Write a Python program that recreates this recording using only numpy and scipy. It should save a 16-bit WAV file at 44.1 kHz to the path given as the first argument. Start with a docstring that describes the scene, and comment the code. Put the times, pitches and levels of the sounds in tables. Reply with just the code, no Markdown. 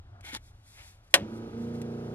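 """An electric motor behind a panel spins up and hums in a parked car: shaft-order sines over a noise whirr.
A loud switch clack precedes it: noise cracks, a ringing panel and a cabin tail that decays by band.
Before and around these a hand rubs, rustles, knocks and ticks near the microphone: enveloped coloured
noise and decaying sines. Low rumble and still air lie beneath, also coloured noise.
The stereo microphone spreads the treble wide, nearly in opposite phase."""
import sys
import numpy as np
from scipy import signal
from scipy.fft import rfft, irfft, next_fast_len
from scipy.io import wavfile
from scipy.ndimage import uniform_filter1d

SR = 44100
rng = np.random.default_rng(int(sys.argv[2]) if len(sys.argv) > 2 else 0)


def output_pcm(signal):
    """Save a mono or channel-first signal as 16-bit PCM at the path in sys.argv[1].

    Samples are clipped to [-1, 1] before scaling.
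    """
    pcm = np.clip(np.atleast_2d(signal).T, -1, 1) * 32767
    wavfile.write(sys.argv[1], SR, np.round(pcm).astype(np.int16))


N = 94726
TIME_S = np.arange(N) / SR


def amp(db):
    """Decibels to amplitude."""
    return 10 ** (np.asarray(db) / 20)


def evened(x):
    """Scales the whole array to rms 1."""
    return x / np.sqrt(np.mean(x ** 2) + 1e-20)


def read(points, hz):
    """Reads a (frequency, value) table, interpolating over log frequency."""
    f, value = np.transpose(points)
    return np.interp(np.log(hz + 1), np.log(f + 1), value)


def curve(rows, column=1):
    """Interpolates a table column over the scene's time."""
    rows = np.array(rows, float)
    return np.interp(TIME_S, rows[:, 0], rows[:, column])


def coloured(x, colour):
    """Shapes the spectrum of each row of x; overall rms 1."""
    hz = np.fft.rfftfreq(x.shape[-1], 1 / SR)
    return evened(irfft(rfft(x) * amp(read(colour, hz)), x.shape[-1]))


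def noise(colour, grain_db=0.):
    """Two unrelated strands of coloured noise, roughened by shared grains of about 2 ms."""
    grain = evened(uniform_filter1d(rng.standard_normal(N), size=90))
    return coloured(rng.standard_normal((2, N)) * amp(grain_db * grain), colour)


def decay(t, start_s, level_db, t60_s):
    """Exponential decay from start_s, silent before it."""
    return (t > start_s) * amp(level_db - 60 * abs(t - start_s) / t60_s)


def swell(centre_s, half_s):
    """Gaussian envelope, down to 1/e at half_s either side."""
    return np.exp(-((TIME_S - centre_s) / half_s) ** 2)


def drift(count):
    """Slow random curves, rms about 1: sines at 0.4-6 Hz, weaker as they get faster."""
    t, f = np.arange(0, N, 64) / SR, np.geomspace(.4, 6., num=10)
    weights = f ** -.5 / np.sqrt(.5 * np.sum(1 / f))
    phase = f * t[:, None, None] + rng.random((count, len(f)))
    slow = np.sin(2 * np.pi * phase) @ weights
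    return np.repeat(slow.T, 64, axis=1)[:, :N]


def cabin():
    """Low rumble from outside and the still air: two coloured noises."""
    # (time [s], level [dB])
    rumble_level = [(0.0, -48.5), (0.182, -52), (0.59, -55.5), (0.622, -59.5), (0.812, -55.5), (0.846, -58),
                    (0.87, -55), (1.114, -59), (1.13, -58)]
    # spectra: (frequency [Hz], relative level [dB per Hz])
    rumble_colour = [(8.8, -49.5), (15, -13.5), (32, 5.5), (54, 2.5), (113, 5.5), (130, -13.5), (151, -6.5),
                     (183, -19.5), (304, -18), (400, -25), (520, -35), (880, -120)]
    air_colour = [(120, -37), (200, -7.5), (377, -15), (522, -13), (710, -8.5), (984, -15.5), (1490, -16),
                  (1990, -22), (3370, -25), (15100, -49.5)]
    air_db = -70
    return amp(curve(rumble_level)) * noise(rumble_colour) + amp(air_db) * noise(air_colour)


def rubbing():
    """Friction noise that crosses from a soft to a hard spectrum as it gets louder."""
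    # (time [s], level before trim [dB])
    rub_level = [(0.225, -76), (0.251, -51.5), (0.305, -51.5), (0.317, -55), (0.343, -43.5), (0.369, -45),
                 (0.381, -66.5), (0.41, -85)]
    # spectra: (frequency [Hz], relative level [dB per Hz])
    soft_colour = [(88, -49), (150, -16.5), (497, -17), (869, -4.5), (1140, -24), (1410, -4.5), (1880, -10),
                   (2150, 2), (2660, -12.5), (3360, -7), (4660, -20), (11800, -22), (15100, -35)]
    hard_colour = [(88, -31), (150, -6.5), (284, 4), (417, -9), (558, -3.5), (689, -25), (853, -0.5),
                   (1010, -9), (1610, -7), (1850, 0.5), (2610, -11), (3360, -2), (6860, -14.5),
                   (7850, -19.5), (10300, -13), (13500, -27), (15100, -49)]
    hard_from_db, hard_span_db, trim_db = -53, 7, 2.0  # thresholds before trim
    first_s, last_s = rub_level[0][0], rub_level[-1][0]
    rub_db = curve([(0, -120), (first_s - .02, -90)] + list(rub_level) + [(last_s + .03, -120)])
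    hard = np.clip((rub_db - hard_from_db) / hard_span_db, 0, 1)
    soft_noise = np.sqrt(1 - hard) * noise(soft_colour, grain_db=0.5)
    hard_noise = np.sqrt(hard) * noise(hard_colour, grain_db=3.5)
    return amp(rub_db + trim_db) * (soft_noise + hard_noise)


def rustle():
    """Rustle of cloth: bright grainy noise under a level curve."""
    # two stretches of (time [s], level before trim [dB])
    stretches = [
        [(0.4, -86), (0.448, -73.5), (0.484, -73), (0.532, -86.5), (0.622, -84.5), (0.672, -71), (0.886, -66),
         (1.022, -90.5), (1.044, -79), (1.064, -85.5), (1.078, -79), (1.1, -87.5), (1.11, -73.5)],
        [(1.22, -89), (1.244, -81.5), (1.382, -70.5), (1.394, -78), (1.562, -78.5), (1.624, -71.5), (1.73, -78),
         (1.746, -69.5), (1.808, -76), (1.818, -72), (1.838, -78), (2.084, -76.5), (2.147, -77)],
    ]
    # (frequency [Hz], relative level [dB per Hz])
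    rustle_colour = [(1180, -31.5), (2000, 4), (2740, -3.5), (2930, -24), (3320, 3.5), (3620, 1.5),
                     (8730, -2), (11000, -0.5), (15100, -16)]
    trim_db = 3.5
    lead_in = [(0, -100), (stretches[0][0][0] - .02, -100)]
    level_db = curve(lead_in + list(stretches[0]) + list(stretches[1])) + trim_db
    return amp(level_db) * noise(rustle_colour, grain_db=0.9)


def swish():
    """A duller swish: noise in overlapping Gaussian swells."""
    # (centre [s], half length [s], peak level [dB])
    swells = [(0.795, 0.03, -61), (0.84, 0.1, -65)]
    # (frequency [Hz], relative level [dB per Hz])
    swish_colour = [(180, -52), (300, -19), (628, -9.5), (893, -6.5), (1120, -11), (2170, -4), (6000, -23),
                    (7800, -43), (13200, -120)]
    envelope = sum(amp(db) * swell(centre_s, half_s) for centre_s, half_s, db in swells)
    return envelope * noise(swish_colour, grain_db=1.5)


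def shuffle():
    """A low shuffle: one Gaussian swell of low noise."""
    # (frequency [Hz], relative level [dB per Hz])
    shuffle_colour = [(240, -50), (400, -10), (496, -17), (711, -1.5), (974, -14), (1500, -11.5),
                      (2500, -46), (3250, -76), (5500, -120)]
    centre_s, half_s, peak_db = 0.17, 0.095, -63.5
    return amp(peak_db) * swell(centre_s, half_s) * noise(shuffle_colour, grain_db=2.0)


def knocks():
    """Soft knocks under the rubbing: decaying sines, alike in both strands."""
    # (time [s], frequency [Hz], peak level [dB], t60 [s])
    soft_knocks = [(.243, 393, -48, 0.022), (.331, 290, -39.5, 0.061), (.345, 537, -45, 0.031),
                   (.356, 881, -42.5, 0.052)]
    return sum(decay(TIME_S, start_s, db, t60_s) * np.sin(2 * np.pi * hz * (TIME_S - start_s))
               for start_s, hz, db, t60_s in soft_knocks)


def ticks():
    """Two small ticks: short decays of noise."""
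    # (time [s], level before trim [dB])
    small_ticks = [(0.2088, -53), (1.8165, -43)]
    # (frequency [Hz], relative level [dB per Hz])
    tick_colour = [(880, -40.5), (1500, -6), (3000, -8.5), (3500, -17), (4410, -11), (12000, -17),
                   (15000, -30)]
    t60_s, trim_db = 0.027, -4
    envelope = sum(decay(TIME_S, start_s, db + trim_db, t60_s) for start_s, db in small_ticks)
    return envelope * noise(tick_colour)


def hand():
    """All contact sounds of the hand, summed."""
    return rubbing() + rustle() + swish() + shuffle() + knocks() + ticks()


def clack():
    """Contact strikes and bounces as bright cracks, the panel's ring, and the cabin's tail by band."""
    # contact strikes: (time after the first [s], level [dB])
    strikes = [(0, -8), (.0022, -14.5), (.0055, -18)]
    # panel modes: (frequency [Hz], relative level [dB], t60 [s])
    panel = [(347, -7, .1), (555, 0, .1), (706, -3, .08), (1022, -7, .06), (1125, -8, .06), (1518, -3, .05),
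             (1718, -4, .05), (1890, 0, .04), (2336, -2, .04), (2832, -3, .04), (3084, -1, .05),
             (3232, -3, .04), (3437, -6, .04), (4188, -7, .04)]
    # spectrum of cracks and tail: (frequency [Hz], relative level [dB per Hz])
    burst_colour = [(88, -54.5), (150, -26), (295, -19), (442, -13), (558, -4), (1300, -5.5), (1880, 3),
                    (3170, 1), (4750, -6), (11800, -13), (15100, -37.5)]
    # cabin decay: (frequency [Hz], t60 [s])
    cabin_t60 = [(250, 0.54), (660, 0.17), (1740, 0.071), (4590, 0.049), (12100, 0.056)]
    start_s, rise_s, crack_t60_s = 1.1402, 0.0011, 0.01
    ring_db, tail_db = -21.5, -14
    linger_db, linger_t60_s, linger_db_per_khz = -38.5, 0.27, 1.5
    t = np.arange(12000) / SR

    burst = coloured(rng.standard_normal((2, len(t))), burst_colour)
    bright = signal.sosfilt(signal.butter(2, 800, "high", fs=SR, output="sos"), burst)
    crack = bright * sum(decay(t, strike_s, db, crack_t60_s) for strike_s, db in strikes)

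    ring = sum(amp(db - 60 * t / t60_s) * np.sin(2 * np.pi * (hz * t + rng.random((2, 1))))
               for hz, db, t60_s in panel)

    tail_noise = coloured(rng.standard_normal((2, len(t))), burst_colour)
    hz, at_s, bands = signal.stft(tail_noise, SR, nperseg=256, noverlap=224)
    hz = hz[:, None]
    fade = amp(tail_db - 60 * at_s / read(cabin_t60, hz))
    linger = amp(linger_db - linger_db_per_khz * hz / 1e3 - 60 * at_s / linger_t60_s)
    tail = signal.istft(bands * (fade + linger), SR, nperseg=256, noverlap=224)[1][:, :len(t)]
    grain = evened(uniform_filter1d(rng.standard_normal(len(t)), size=70))
    tail = tail * amp(1.93 * grain)

    rise = np.sin(np.pi / 2 * np.minimum(t / rise_s, 1)) ** 2
    out, start = np.zeros((2, N)), round(start_s * SR)
    out[:, start:start + len(t)] = rise * (crack + amp(ring_db) * ring + tail)
    return signal.sosfilt(signal.butter(2, 180, "high", fs=SR, output="sos"), out)


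def motor():
    """Shaft orders, sines at multiples of the shaft speed, over a noise whirr of fixed spectrum."""
    # (time [s], shaft speed [turns/s], then levels before trim [dB]: low orders, 8th order,
    #  16th order, other upper orders, 4th order)
    motor_track = [(1.17, 24.2, -48, -60, -48, -43, -58), (1.196, 24.2, -54, -45.5, -83, -47.5, -51.5),
                   (1.23, 27.4, -43.5, -36.5, -64, -46.5, -40), (1.258, 27.7, -57, -42, -69, -47.5, -62),
                   (1.272, 27.4, -60, -52, -60, -47, -42.5), (1.31, 28.2, -50, -45, -69, -46.5, -55),
                   (1.336, 28.2, -55, -37.5, -73, -46, -47), (1.362, 28.2, -51, -45, -62, -46.5, -47),
                   (1.444, 28.3, -57.5, -41.5, -50.5, -47.5, -48.5),
                   (1.492, 29, -47, -46.5, -50, -46.5, -53), (1.508, 26.6, -66, -74, -61, -55, -48),
                   (1.526, 28.9, -54, -46.5, -48.5, -46.5, -50), (1.56, 28.8, -52, -38.5, -47.5, -49, -45),
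                   (1.606, 29.1, -49.5, -35, -49.5, -47.5, -49),
                   (1.67, 29.4, -46.5, -37.5, -46.5, -47.5, -45),
                   (1.968, 29.3, -47, -41, -48.5, -45, -45.5),
                   (2.12, 29.4, -46.5, -44.5, -53, -44.5, -44.5)]
    # (shaft order, relative level [dB])
    order_levels = [(1, -38.5), (2, -27.5), (3, -18), (4, -7.5), (5, -11), (6, -12.5), (7, -12), (8, 0),
                    (9, -15.5), (10, -18), (11, -14.5), (12, -9.5), (13, -10.5), (14, -13.5), (15, -13),
                    (16, -9), (17, -14), (18, -20), (19, -21.5), (20, -26), (21, -21), (22, -25),
                    (23, -38.5), (24, -23.5), (25, -24), (26, -28), (27, -39.5), (28, -32.5), (29, -27),
                    (30, -32)]
    # orders above those: (frequency [Hz], relative level [dB])
    high_orders = [(530, -30), (900, 3), (1130, -13.5), (1240, -4), (1550, -8), (1670, -11), (1900, -16.5),
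                   (2470, -42), (4180, -120)]
    # (frequency [Hz], relative level [dB per Hz])
    whirr_colour = [(30, -23), (70, -21), (200, -2), (500, -11.5), (700, -15), (1100, -22.5), (1700, -26),
                    (3000, -30.5), (6000, -39), (9000, -56)]
    high_db, low_trim_db, upper_trim_db, single_trim_db = -30.5, 12, 8, 3
    waver_db, settle_s, rise_s, whirr_db = 1.4, .3, 0.04, -52
    start_s = motor_track[0][0]

    speed = uniform_filter1d(curve(motor_track), size=3000)
    turns = np.cumsum(speed) / SR
    k, db = np.transpose(order_levels)
    top = np.arange(len(order_levels) + 1, 62)
    scatter_db = 3.2 * rng.standard_normal(len(top))
    db = np.append(db, high_db + read(high_orders, top * speed[-1]) + scatter_db)
    k = np.append(k, top)[:, None]

    low_db = curve(motor_track, column=2) + low_trim_db
    upper_db = curve(motor_track, column=5) + upper_trim_db
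    # waver starts threefold and settles
    unsettled = 1 + 2 * np.exp((start_s - TIME_S).clip(None, 0) / settle_s)
    waver = waver_db * unsettled * drift(count=len(k))
    db = db[:, None] + np.where(k < 8, low_db, upper_db) + waver
    # orders 8, 16 and 4 follow their own columns, without waver
    db[[7, 15, 3]] = [curve(motor_track, column=c) + single_trim_db for c in (3, 4, 6)]

    sines = np.sin(2 * np.pi * (k * turns + rng.random(k.shape)))
    hum = (amp(uniform_filter1d(db, size=64)) * sines).sum(0)
    strands = np.array([hum, np.roll(hum, 60)])  # second strand 60 samples late
    whirr = amp(whirr_db) * noise(whirr_colour, grain_db=-1.0)
    on = np.clip((TIME_S - start_s) / rise_s + 1, 0, 1)
    return on * (whirr + strands)


def stereo(strands, wide, lean):
    """Mid is strand one; side is mid a quarter turn early, strand two, and a lean (positive = left)."""
    # (frequency [Hz], share of the side signal that follows the mid)
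    tied_share = [(20, .3), (500, 0.81), (2000, 0.96), (12000, 0.18)]
    size = next_fast_len(N + 8192)
    hz = np.fft.rfftfreq(size, 1 / SR)
    mid, other = rfft(strands, size)
    tied = np.clip(read(tied_share, hz), 0, 1)
    side = amp(read(wide, hz)) * ((1j * tied + lean) * mid + np.sqrt(1 - tied ** 2) * other)
    return irfft(np.array([mid + side, mid - side]), size)[:, :N]


def scene():
    """Clack, motor, and hand with cabin, each with its own lean; the clack has its own width, the other two
    share one."""
    # (frequency [Hz], side minus mid before lean [dB])
    wide_clack = [(60, -10.5), (120, -11), (240, -12), (470, -17.5), (940, -3.5), (1870, -3.5), (3710, 5),
                  (7390, 5.5), (14700, 12)]
    wide_rest = [(60, -38.5), (120, -19), (240, -11), (470, -12), (940, 1), (1870, 2.5), (3710, 5.5),
                 (7390, 6.5), (14700, 6)]
    background = stereo(cabin() + hand(), wide_rest, lean=0.25)
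    return background + stereo(clack(), wide_clack, lean=.1) + stereo(motor(), wide_rest, lean=-.15)


def record(dry):
    """Clips at full scale, then low-passes at the band limit."""
    edge_hz = 15400
    lowpass = signal.firwin(511, edge_hz, window=("kaiser", 9), fs=SR)
    return signal.oaconvolve(np.clip(dry, -1, 1), lowpass[None], "same")


dry = scene()
out = record(dry)
output_pcm(out)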